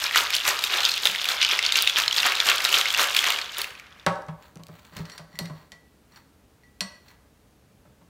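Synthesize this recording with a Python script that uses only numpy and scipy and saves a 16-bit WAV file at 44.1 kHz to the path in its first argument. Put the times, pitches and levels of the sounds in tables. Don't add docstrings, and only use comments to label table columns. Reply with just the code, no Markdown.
import sys
import numpy as np
from scipy import signal
from scipy.fft import rfft, irfft
from scipy.io import wavfile

SR = 44100
rng = np.random.default_rng(int(sys.argv[2]) if len(sys.argv) > 2 else 0)


def put_to_file(sound):
    columns = np.atleast_2d(sound).T
    safe = np.clip(columns, -1, 1)
    whole_steps = np.round(safe * 32767)
    wavfile.write(sys.argv[1], SR, whole_steps.astype(np.int16))


N = 356747

# t/s, drink slam level/dB, ice rattle level/dB, splash level/dB
TURNS = [(0.03, -35, -27.5, -35.5), (0.17, -23.5, -20, -27), (0.34, -38, -23.5, -32.5),
         (0.478, -23, -22.5, -26), (0.64, -43, -30, -35), (0.74, -23.5, -27.5, -33.5),
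         (0.85, -36, -26, -35), (1.059, -30.5, -28.5, -32), (1.211, -40.5, -30.5, -46.5),
         (1.3, -28, -27, -32), (1.42, -38, -20, -42), (1.52, -28.5, -22, -34.5), (1.66, -37, -22.5, -40.5),
         (1.769, -28, -18, -29), (1.88, -44.5, -26.5, -37.5), (1.981, -27, -19, -31),
         (2.179, -32, -24, -32), (2.26, -22.5, -19.5, -31), (2.4, -38.5, -25.5, -40.5),
         (2.49, -21.5, -19, -27), (2.65, -32, -29, -32), (2.749, -23.5, -19, -25.5),
         (2.88, -36, -32.5, -38.5), (3.0, -21.5, -22, -26), (3.17, -33.5, -29, -30),
         (3.27, -25, -24.5, -32), (3.59, -33.5, -32, -37)]
# slam, rattle, splash [dB/s]
TURN_RISE_DB_PER_S = (420, 449.5, 461)
TURN_FALL_DB_PER_S = (193, 237, 211)
# t/s, rattle level/dB
TUMBLE = [(0.0, -37.5), (0.4, -39.5), (0.9, -31), (1.3, -38), (1.9, -41), (2.4, -34.5), (2.9, -34.5),
          (3.35, -34.5), (3.5, -40.5), (3.7, -52.5), (3.92, -60), (4.05, -58)]
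# t/s, level/dB, clack f/Hz, treble crack relative level/dB
LOUD_CUBES = [(0.0403, -9, 4275, -23), (0.0638, -13, 2415, -26.5), (0.1107, -12, 1910, -23.5),
              (0.1466, -9.5, 1948, -27.5), (0.159, -2, 1450, -15.5), (0.3042, -9.5, 2390, -12.5),
              (0.3431, -5.5, 3200, -22), (0.3651, -6, 4090, -13), (0.4518, -9.5, 2630, -21),
              (0.4778, -7.5, 1600, -23.5), (0.5901, -8, 3900, -21), (0.6389, -2.5, 3695, -14),
              (0.8046, -9, 3582, -18.5), (0.835, -13.5, 3008, -18), (0.8515, -1.0521, 3650, -21.5),
              (0.8934, -8.5, 4239, -19.5), (0.9163, -7.5, 4230, -34.5), (0.9393, -11, 4285, -30),
              (0.9777, -11, 3444, -11.5), (1.0545, -1.8132, 3730, -11), (1.071, -2, 3570, -29),
              (1.1588, -12.5, 2889, -17.5), (1.2156, -11, 3350, -21.5), (1.2431, -9.5, 2880, -9),
              (1.255, -10.5, 2393, -12.5), (1.288, -5, 3553, -10.5), (1.3169, -7.5, 4130, -33),
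              (1.4152, -6, 2804, -36), (1.4277, -2.5, 2960, -34), (1.4365, -8, 2995, -30),
              (1.4481, -2.5, 2990, -35), (1.4895, -8.5, 3640, -20.5), (1.5189, -8, 3455, -20.5),
              (1.5905, -2, 2678, -31), (1.6267, -9, 3637, -25), (1.6511, -5.5, 3448, -39),
              (1.6636, -4.5, 4414, -28), (1.722, -1.5, 3680, -27), (1.7564, 0.743, 2750, -29),
              (1.8228, -10.5, 4680, 3), (1.8741, .8, 3606, -40.5), (1.8966, -3.5, 3384, -26),
              (1.987, -8.5, 2740, -7.5), (2.0797, -2, 4108, -31), (2.1106, -9.5, 3030, -24),
              (2.1271, -5, 3319, -27), (2.1635, -7, 3360, -19), (2.1824, -8.5, 2692, -20.5),
              (2.2029, -9, 4004, -29), (2.2308, -3.5, 2756, -30), (2.3211, -9, 2295, -16.5),
              (2.3521, -8, 3740, -20), (2.4019, -3, 3510, -26.5), (2.4568, -10, 2876, -19.5),
              (2.4998, -7.5, 2730, -11.5), (2.5812, -8.5, 3280, -22), (2.6499, -2, 3910, -25),
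              (2.7272, -3.5, 2810, -21), (2.7442, -10, 3253, -16), (2.7916, -9.5, 1368, -14.5),
              (2.812, -4.5, 3180, -20.5), (2.8564, -6.5, 2174, -30.5), (2.9038, -7, 3280, -26),
              (2.9397, -7, 3470, -18), (2.9467, -6, 2746, -23.5), (2.9947, -10, 2830, -18.5),
              (3.1477, -11, 2400, -6.5), (3.1657, -0.7554, 3387, -10), (3.1897, -4.5, 3287, -19),
              (3.241, -4.5, 1992, -20.5), (3.3039, -3.5, 2900, -10.5), (3.3877, -9, 2430, -44),
              (3.4148, -16, 4365, -21.5), (3.5453, -18, 2880, -28), (3.5833, -21, 1686, 7),
              (3.6162, -11.5, 4417, -6), (3.6431, -14.5, 2735, -12), (3.705, -28, 2950, -23.5),
              (3.7519, -28, 2540, -27), (3.7973, -27, 2290, -18.5)]
# f/Hz, level/dB
SLAM_SPECTRUM = [(88, -66), (150, -37), (502, -16.5), (859, -9.5), (1370, 0), (2070, 1.5), (2250, 3.5),
                 (4000, -11), (5200, -32.5), (8800, -120)]
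# f/Hz, level/dB
RATTLE_SPECTRUM = [(590, -43.5), (1000, -15.5), (1440, -10), (1780, -17.5), (2770, -1), (3500, 2.5),
                   (4910, -3), (6840, -11), (8000, -29.5), (10400, -52), (17600, -120)]
# f/Hz, level/dB
SPLASH_SPECTRUM = [(2940, -19), (5000, -6), (6830, -3.5), (10300, -13), (12500, -8.5), (15200, -14.5),
                   (16000, -18.5)]
# log-uniform pitch range, lowest and highest f/Hz
SMALL_HZ = (2018.9, 4305.7)
# t/s, boom level/dB, knock level/dB, boom f/Hz
THUDS = [(1.085, -35.5, -61.5, 192.2), (4.065, -16, -17, 174.6), (4.284, -22.5, -39.5, 162.7),
         (4.559, -29, -52, 165.5), (4.595, -37, -51.5, 164.9), (4.688, -30.5, -51.5, 165.5),
         (4.923, -41, -53, 168.8), (4.963, -24, -46.5, 184.9), (4.993, -18.5, -46.5, 165.4),
         (5.194, -36, -49, 162.9), (5.336, -35.5, -57, 160.2), (5.392, -30, -40.5, 176.6),
         (5.407, -21.5, -65.5, 169.4), (5.455, -34.5, -63, 171.4), (5.498, -28.5, -44, 157.8),
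         (5.724, -47.5, -57, 165.4), (6.81, -29, -40.5, 194.8), (7.852, -50, -57.5, 190),
         (7.872, -49, -66, 129.3), (8.013, -45.5, -60.5, 175.4)]
# multiple of the boom pitch, level/dB, t60/s
BOOM_MODES = [(.64, -19, .3), (.99, 5, .15), (1.09, -5, .15)]
# f/Hz, level/dB, t60/s
KNOCK_MODES = [(385, -13, 0.09986), (476.17, -5, .09), (560.06, -3, 0.099), (601.26, 0, 0.1216),
               (676.74, -2.5, .09), (779.63, -4.5, .07), (923.88, -1.5, .09), (1028, -1.5, 0.08599),
               (1107.8, -2, .09), (1296.6, -3.5, .08), (1495.4, -6.5, 0.053)]
# t/s, crack level/dB, treble relative to crack level/dB, low ring level/dB, high ring level/dB
CLINKS = [(4.967, -28, -7.5, -67, -52), (4.988, -33.5, -20, -66, -58), (5.054, -33, -28.5, -64, -53),
          (5.098, -33, -27.5, -55.5, -51.5), (5.118, -42.5, -20, -67, -42.5),
          (5.179, -26.5, -12, -59.5, -50), (5.329, -53, -16, -61.5, -64), (5.355, -41, -6.5, -49.5, -53.5),
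          (5.389, -17.5, -5, -44, -32), (5.456, -30.5, -13.5, -56, -62), (5.719, -32, -14.5, -50, -52),
          (6.121, -60, -7.5, -68, -60), (6.16, -43.5, -18, -62, -49.5), (6.635, -58, -16.5, -56.5, -64),
          (6.807, -15.5, -12, -39.5, -25.5), (6.919, -46, -22.5, -56, -67.5),
          (7.083, -41.5, -18, -63, -56.5), (7.104, -50.5, -21, -73, -67)]
# f/Hz, level/dB, t60/s
GLASS_LOW = [(1949, 0, .42), (1992, -7, .35), (2085, -5, .08)]
# f/Hz, level/dB, t60/s
GLASS_HIGH = [(4270, 0, .1), (4330, -20, .6), (4510, -5, .07), (5652, -5, .1), (5750, -24, .35),
              (7267, -13, .1), (8210, -14, .1), (11110, -18, .12)]
# start t/s, length t/s, grit level/dB, singing glass level/dB
RUBS = [(4.428, 0.0534, -56, -90), (4.72, 0.15147, -57, -84.5), (4.98, 0.00878, -45, -56.5),
        (5.07, 0.10987, -54.5, -57), (5.35, 0.0189, -58.5, -61), (5.456, 0.00994, -55.5, -52),
        (5.554, 0.0745, -58.5, -67.5), (6.161, 0.00882, -54, -76), (7.088, 0.01858, -56, -74)]
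# f/Hz, level/dB
RUB_SPECTRUM = [(400, -10.5), (1000, 4.5), (2200, 0.5), (3200, -3.5), (4500, -2.5), (5000, -17.5),
                (7000, -10), (10000, -22), (12500, -14.5), (16000, -7.5)]
# t/s, level/dB, treble relative level/dB
TICKS = [(4.1573, -38, -20), (4.2214, -42, -9.5), (4.2658, -44.5, -16.5), (4.425, -42, -17),
         (4.466, -53.5, -13.5), (4.557, -36, -9.5), (4.5717, -38, -14.5), (4.6355, -35, -5.5),
         (4.6681, -35, -3), (4.6844, -43, -2), (4.795, -46, -17.5), (4.8509, -38.5, -18.5),
         (4.8675, -49.5, -2), (4.9176, -51.5, -6), (4.9344, -44, -7.5), (4.9514, -41.5, -8)]
# f/Hz, level/dB
HUM_SPECTRUM = [(18, -42), (30, -21), (64, -0.5), (95, -7.5), (303, -11.5), (384, -19), (426, -12),
                (512, -19), (584, -17.5), (666, -20.5), (1390, -25.5), (2350, -29), (16000, -38)]
# upper edge f/Hz, t60/s, level/dB
KITCHEN_BANDS = [(1459.5, 0.5781, -2), (15960, 0.43, -11.5)]

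SLOSH_DB, SPRAY_DB = -43.5, -46
SLOSH_EXPONENT = 0.45
TUMBLE_REF_DB = -33
SMALL_COUNT, SMALL_UNTIL_S = 60, 4.0
SMALL_ABOVE_TUMBLE_DB, SMALL_SPREAD_DB, SMALL_TREBLE_DB = 18, 6, -20.5
BASE_S, BASE_DB, BASE_FADE_MS = 4.064, -10.5, 1.1
RUB_RISE_DB_PER_S, RUB_FALL_DB_PER_S = 249, 299.5
GRIP_S, GRIP_DB_PER_S = 7.04, 400
HUM_DB = -58.5
CUTOFF_HZ = 16500


def shaker():
    s, level_db, pitch_hz, treble_db = all_cubes()
    body = cracks(s, level_db - 8.0, lo_hz=1800, hi_hz=5857.4, fade_ms=2.1)
    treble = cracks(s, level_db + treble_db, lo_hz=7048.9, hi_hz=16930, fade_ms=1.2)
    bass_cut = signal.butter(4, 450, "high", fs=SR, output="sos")
    return slush() + signal.sosfilt(bass_cut, clacks(s, level_db, pitch_hz) + body) + treble


def slush():
    slam = chinks(per_s=900., spread_db=3.0, lo_hz=348.81, hi_hz=3325.9, cycles=7.9, bed=1.0)
    rattle = chinks(per_s=1100., spread_db=4.0, lo_hz=1500, hi_hz=7500, cycles=13., bed=.45)
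    splash = grains(per_s=630.0, spread_db=7.5, smear_ms=1.5, bed=0.72)
    at_s, *levels_db = np.transpose(TURNS)
    slam_gain, rattle_gain, splash_gain = [
        swells(at_s, 0, *rule) for rule in zip(levels_db, TURN_RISE_DB_PER_S, TURN_FALL_DB_PER_S)]
    tumble_gain = level(TUMBLE, 1)
    vigour = tumble_gain / amp(TUMBLE_REF_DB)
    slam_gain = slam_gain + amp(SLOSH_DB) * vigour ** SLOSH_EXPONENT
    rattle_gain = rattle_gain + tumble_gain
    splash_gain = splash_gain + amp(SPRAY_DB) * vigour
    out = slam_gain * colour(slam, SLAM_SPECTRUM)
    out = out + rattle_gain * colour(rattle, RATTLE_SPECTRUM)
    return out + splash_gain * colour(splash, SPLASH_SPECTRUM)


def all_cubes():
    chance = rng.random((SMALL_COUNT, 3))
    s = SMALL_UNTIL_S * (np.arange(SMALL_COUNT) + chance[:, 0]) / SMALL_COUNT
    tumble_db = np.interp(s, *np.transpose(TUMBLE))
    level_db = tumble_db + SMALL_ABOVE_TUMBLE_DB + SMALL_SPREAD_DB * (2 * chance[:, 1] - 1)
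    hz = SMALL_HZ[0] * (SMALL_HZ[1] / SMALL_HZ[0]) ** chance[:, 2]
    small = np.c_[s, level_db, hz, np.full(SMALL_COUNT, SMALL_TREBLE_DB)]
    return np.vstack([LOUD_CUBES, small]).T


def clacks(s, level_db, pitch_hz):
    t = np.arange(int(0.02 * SR)) / SR
    touch = 1 - np.exp(-t / 0.0008936)
    ratios = 1 + .35 * rng.uniform(-1, 1, (len(s), 3))
    out = np.zeros(N)
    for start, db, hz, near in zip((s * SR).astype(int), level_db, pitch_hz, ratios):
        main = np.sin(2 * np.pi * hz * t) * np.exp(-t / .0016)
        others = np.sin(2 * np.pi * hz * near[:, None] * t).sum(axis=0) * np.exp(-t / .0012)
        out[start:start + len(t)] += amp(db) * touch * (main + 0.52924 * others)
    return out


def counter():
    s, boom_db, knock_db, boom_hz = np.transpose(THUDS)
    boom = strike(s, boom_db, BOOM_MODES, spread_db=2.5, soft_ms=10.5, pitch=boom_hz)
    knock = strike(s, knock_db, KNOCK_MODES, spread_db=2.5, soft_ms=0.33)
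    rattling = cracks(s, knock_db + 2.5, lo_hz=520, hi_hz=2472, fade_ms=19.0)
    push = cracks(s, boom_db - 13, lo_hz=50, hi_hz=316.3, fade_ms=10.0)
    slap = cracks(s, knock_db - 8, lo_hz=1800, hi_hz=8970, fade_ms=3.1)
    base = cracks([BASE_S], [BASE_DB], lo_hz=1489, hi_hz=5520, fade_ms=BASE_FADE_MS)
    return boom + knock + rattling + push + slap + base


def glass():
    s, crack_db, treble_db, low_db, high_db = np.transpose(CLINKS)
    crack = cracks(s, crack_db, lo_hz=1600, hi_hz=5784.5, fade_ms=2.8)
    treble = cracks(s, crack_db + treble_db, lo_hz=7110, hi_hz=17140, fade_ms=2.4)
    clatter = cracks(s, crack_db - 11.5, lo_hz=913, hi_hz=5376, fade_ms=18.0)
    low = strike(s, low_db, GLASS_LOW, spread_db=2.0, soft_ms=.1, grip_s=GRIP_S)
    high = strike(s, high_db, GLASS_HIGH, spread_db=2.0, soft_ms=.1, grip_s=GRIP_S)
    return crack + treble + clatter + low + high


def rubbing():
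    contacts = grains(per_s=500., spread_db=3.0, smear_ms=1.5, bed=.7)
    start, length, grit_db, sing_db = np.transpose(RUBS)
    grit_gain = swells(start, length, grit_db, RUB_RISE_DB_PER_S, RUB_FALL_DB_PER_S)
    sing_gain = swells(start, length, sing_db, RUB_RISE_DB_PER_S, RUB_FALL_DB_PER_S)
    singing = sum(amp(db) * rms_one(ring(contacts, hz, t60=.03)) for hz, db, _ in [*GLASS_LOW, *GLASS_HIGH])
    return grit_gain * colour(contacts, RUB_SPECTRUM) + sing_gain * rms_one(singing)


def ticks():
    s, level_db, treble_db = np.transpose(TICKS)
    low = cracks(s, level_db, lo_hz=2020, hi_hz=6700, fade_ms=0.83)
    return low + cracks(s, level_db + treble_db, lo_hz=6500, hi_hz=17000, fade_ms=0.56)


def kitchen(x):
    t, low_hz, tail = np.arange(SR) / SR, 320, 0
    for high_hz, t60_s, db in KITCHEN_BANDS:
        band = signal.butter(2, [low_hz, high_hz], "band", fs=SR, output="sos")
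        dying = signal.sosfilt(band, rng.standard_normal(SR)) * amp(-60 * t / t60_s) * (t > .004)
        norm = np.sqrt(np.sum(dying ** 2) * SR / 2 / (high_hz - low_hz))
        tail = tail + amp(db) * dying / norm
        low_hz = high_hz
    return signal.oaconvolve(x, tail)[:N]


def room_hum():
    return amp(HUM_DB) * colour(rng.standard_normal(N), HUM_SPECTRUM)


def strike(times, levels_db, modes, spread_db, soft_ms, pitch=1, grip_s=np.inf):
    t, out = np.arange(SR // 2) / SR, np.zeros(N + SR)
    hz, db, t60_s = np.transpose(modes)[:, :, None]
    chance = rng.normal(0, 1, (len(times), len(modes), 1))
    swell = 1 - (1 + 1000 * t / soft_ms) * np.exp(-1000 * t / soft_ms)
    for s, level_db, factor, luck in zip(times, levels_db, pitch * np.ones(len(times)), chance):
        damped_db = GRIP_DB_PER_S * np.maximum(s + t - grip_s, 0) * (s < grip_s)
        gain = amp(level_db + db + spread_db * luck - 60 * t / t60_s - damped_db)
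        rings = gain * np.sin(2 * np.pi * hz * factor * t)
        out[int(s * SR):int(s * SR) + len(t)] += swell * rings.sum(axis=0)
    return out[:N]


def cracks(times, peaks_db, lo_hz, hi_hz, fade_ms):
    t = np.arange(int(8 * fade_ms / 1000 * SR)) / SR
    band = signal.butter(2, [lo_hz, hi_hz], "band", fs=SR, output="sos")
    noise = rng.standard_normal((len(times), len(t)))
    bursts = signal.sosfilt(band, noise * np.exp(-1000 * t / fade_ms))
    out = np.zeros(N + len(t))
    for s, db, burst in zip(times, peaks_db, bursts):
        out[int(s * SR):int(s * SR) + len(t)] += amp(db) * burst / np.abs(burst).max()
    return out[:N]


def contact_sizes(per_s, spread_db):
    return amp(spread_db * np.minimum(rng.exponential(1, N), 4)) * (rng.random(N) < per_s / SR)


def chinks(per_s, spread_db, lo_hz, hi_hz, cycles, bed):
    sizes = contact_sizes(per_s, spread_db)
    dealt = rng.integers(0, 14, N)
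    pitches_hz = np.geomspace(lo_hz, hi_hz, 14)
    rings = sum(ring(sizes * (dealt == k), hz, cycles / hz) for k, hz in enumerate(pitches_hz))
    return rms_one(rings) + bed * rng.standard_normal(N)


def grains(per_s, spread_db, smear_ms, bed):
    fade = np.exp(-1000 / (smear_ms * SR))
    bursts = rms_one(signal.lfilter([1], [1, -fade], contact_sizes(per_s, spread_db)))
    return (bursts + bed) * rng.standard_normal(N)


def ring(x, hz, t60):
    r, w = amp(-60 / (t60 * SR)), 2 * np.pi * hz / SR
    return signal.lfilter([0, np.sin(w)], [1, -2 * r * np.cos(w), r * r], x + 1e-18)


def colour(x, spectrum):
    size = 4096
    hz, db = np.transpose(spectrum)
    grid_hz = np.maximum(np.arange(size // 2 + 1) * SR / size, 1)
    log_gain = np.interp(np.log(grid_hz), np.log(hz), db) * np.log(10) / 20
    cepstrum = irfft(log_gain)
    cepstrum[1:size // 2] *= 2
    cepstrum[size // 2 + 1:] = 0
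    impulse = irfft(np.exp(rfft(cepstrum)))
    return rms_one(signal.oaconvolve(x, impulse)[:N])


def swells(starts, lengths, peaks_db, rise, fall):
    t = np.arange(0, N, 32) / SR
    early, late = np.c_[starts] - t, t - np.c_[starts + lengths]
    db = np.c_[peaks_db] - rise * np.maximum(early, 0) - fall * np.maximum(late, 0)
    return np.interp(np.arange(N) / SR, t, np.sqrt(np.sum(amp(2 * db), axis=0)))


def level(rows, column):
    rows = np.array(rows)
    return amp(np.interp(np.arange(N) / SR, rows[:, 0], rows[:, column], left=-140, right=-140))


def amp(db):
    return 10 ** (np.asarray(db) / 20)


def rms_one(x):
    return x / np.sqrt(np.mean(x ** 2) + 1e-20)


def scene():
    near = shaker() + counter() + glass() + rubbing() + ticks()
    return (near + kitchen(near) + room_hum())[None]


def record(dry):
    rounded = dry / (1 + np.abs(dry / .92) ** 6) ** (1 / 6)
    top_cut = signal.cheby2(14, 60, CUTOFF_HZ, fs=SR, output="sos")
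    return signal.sosfilt(top_cut, rounded)


dry = scene()
out = record(dry)
put_to_file(out)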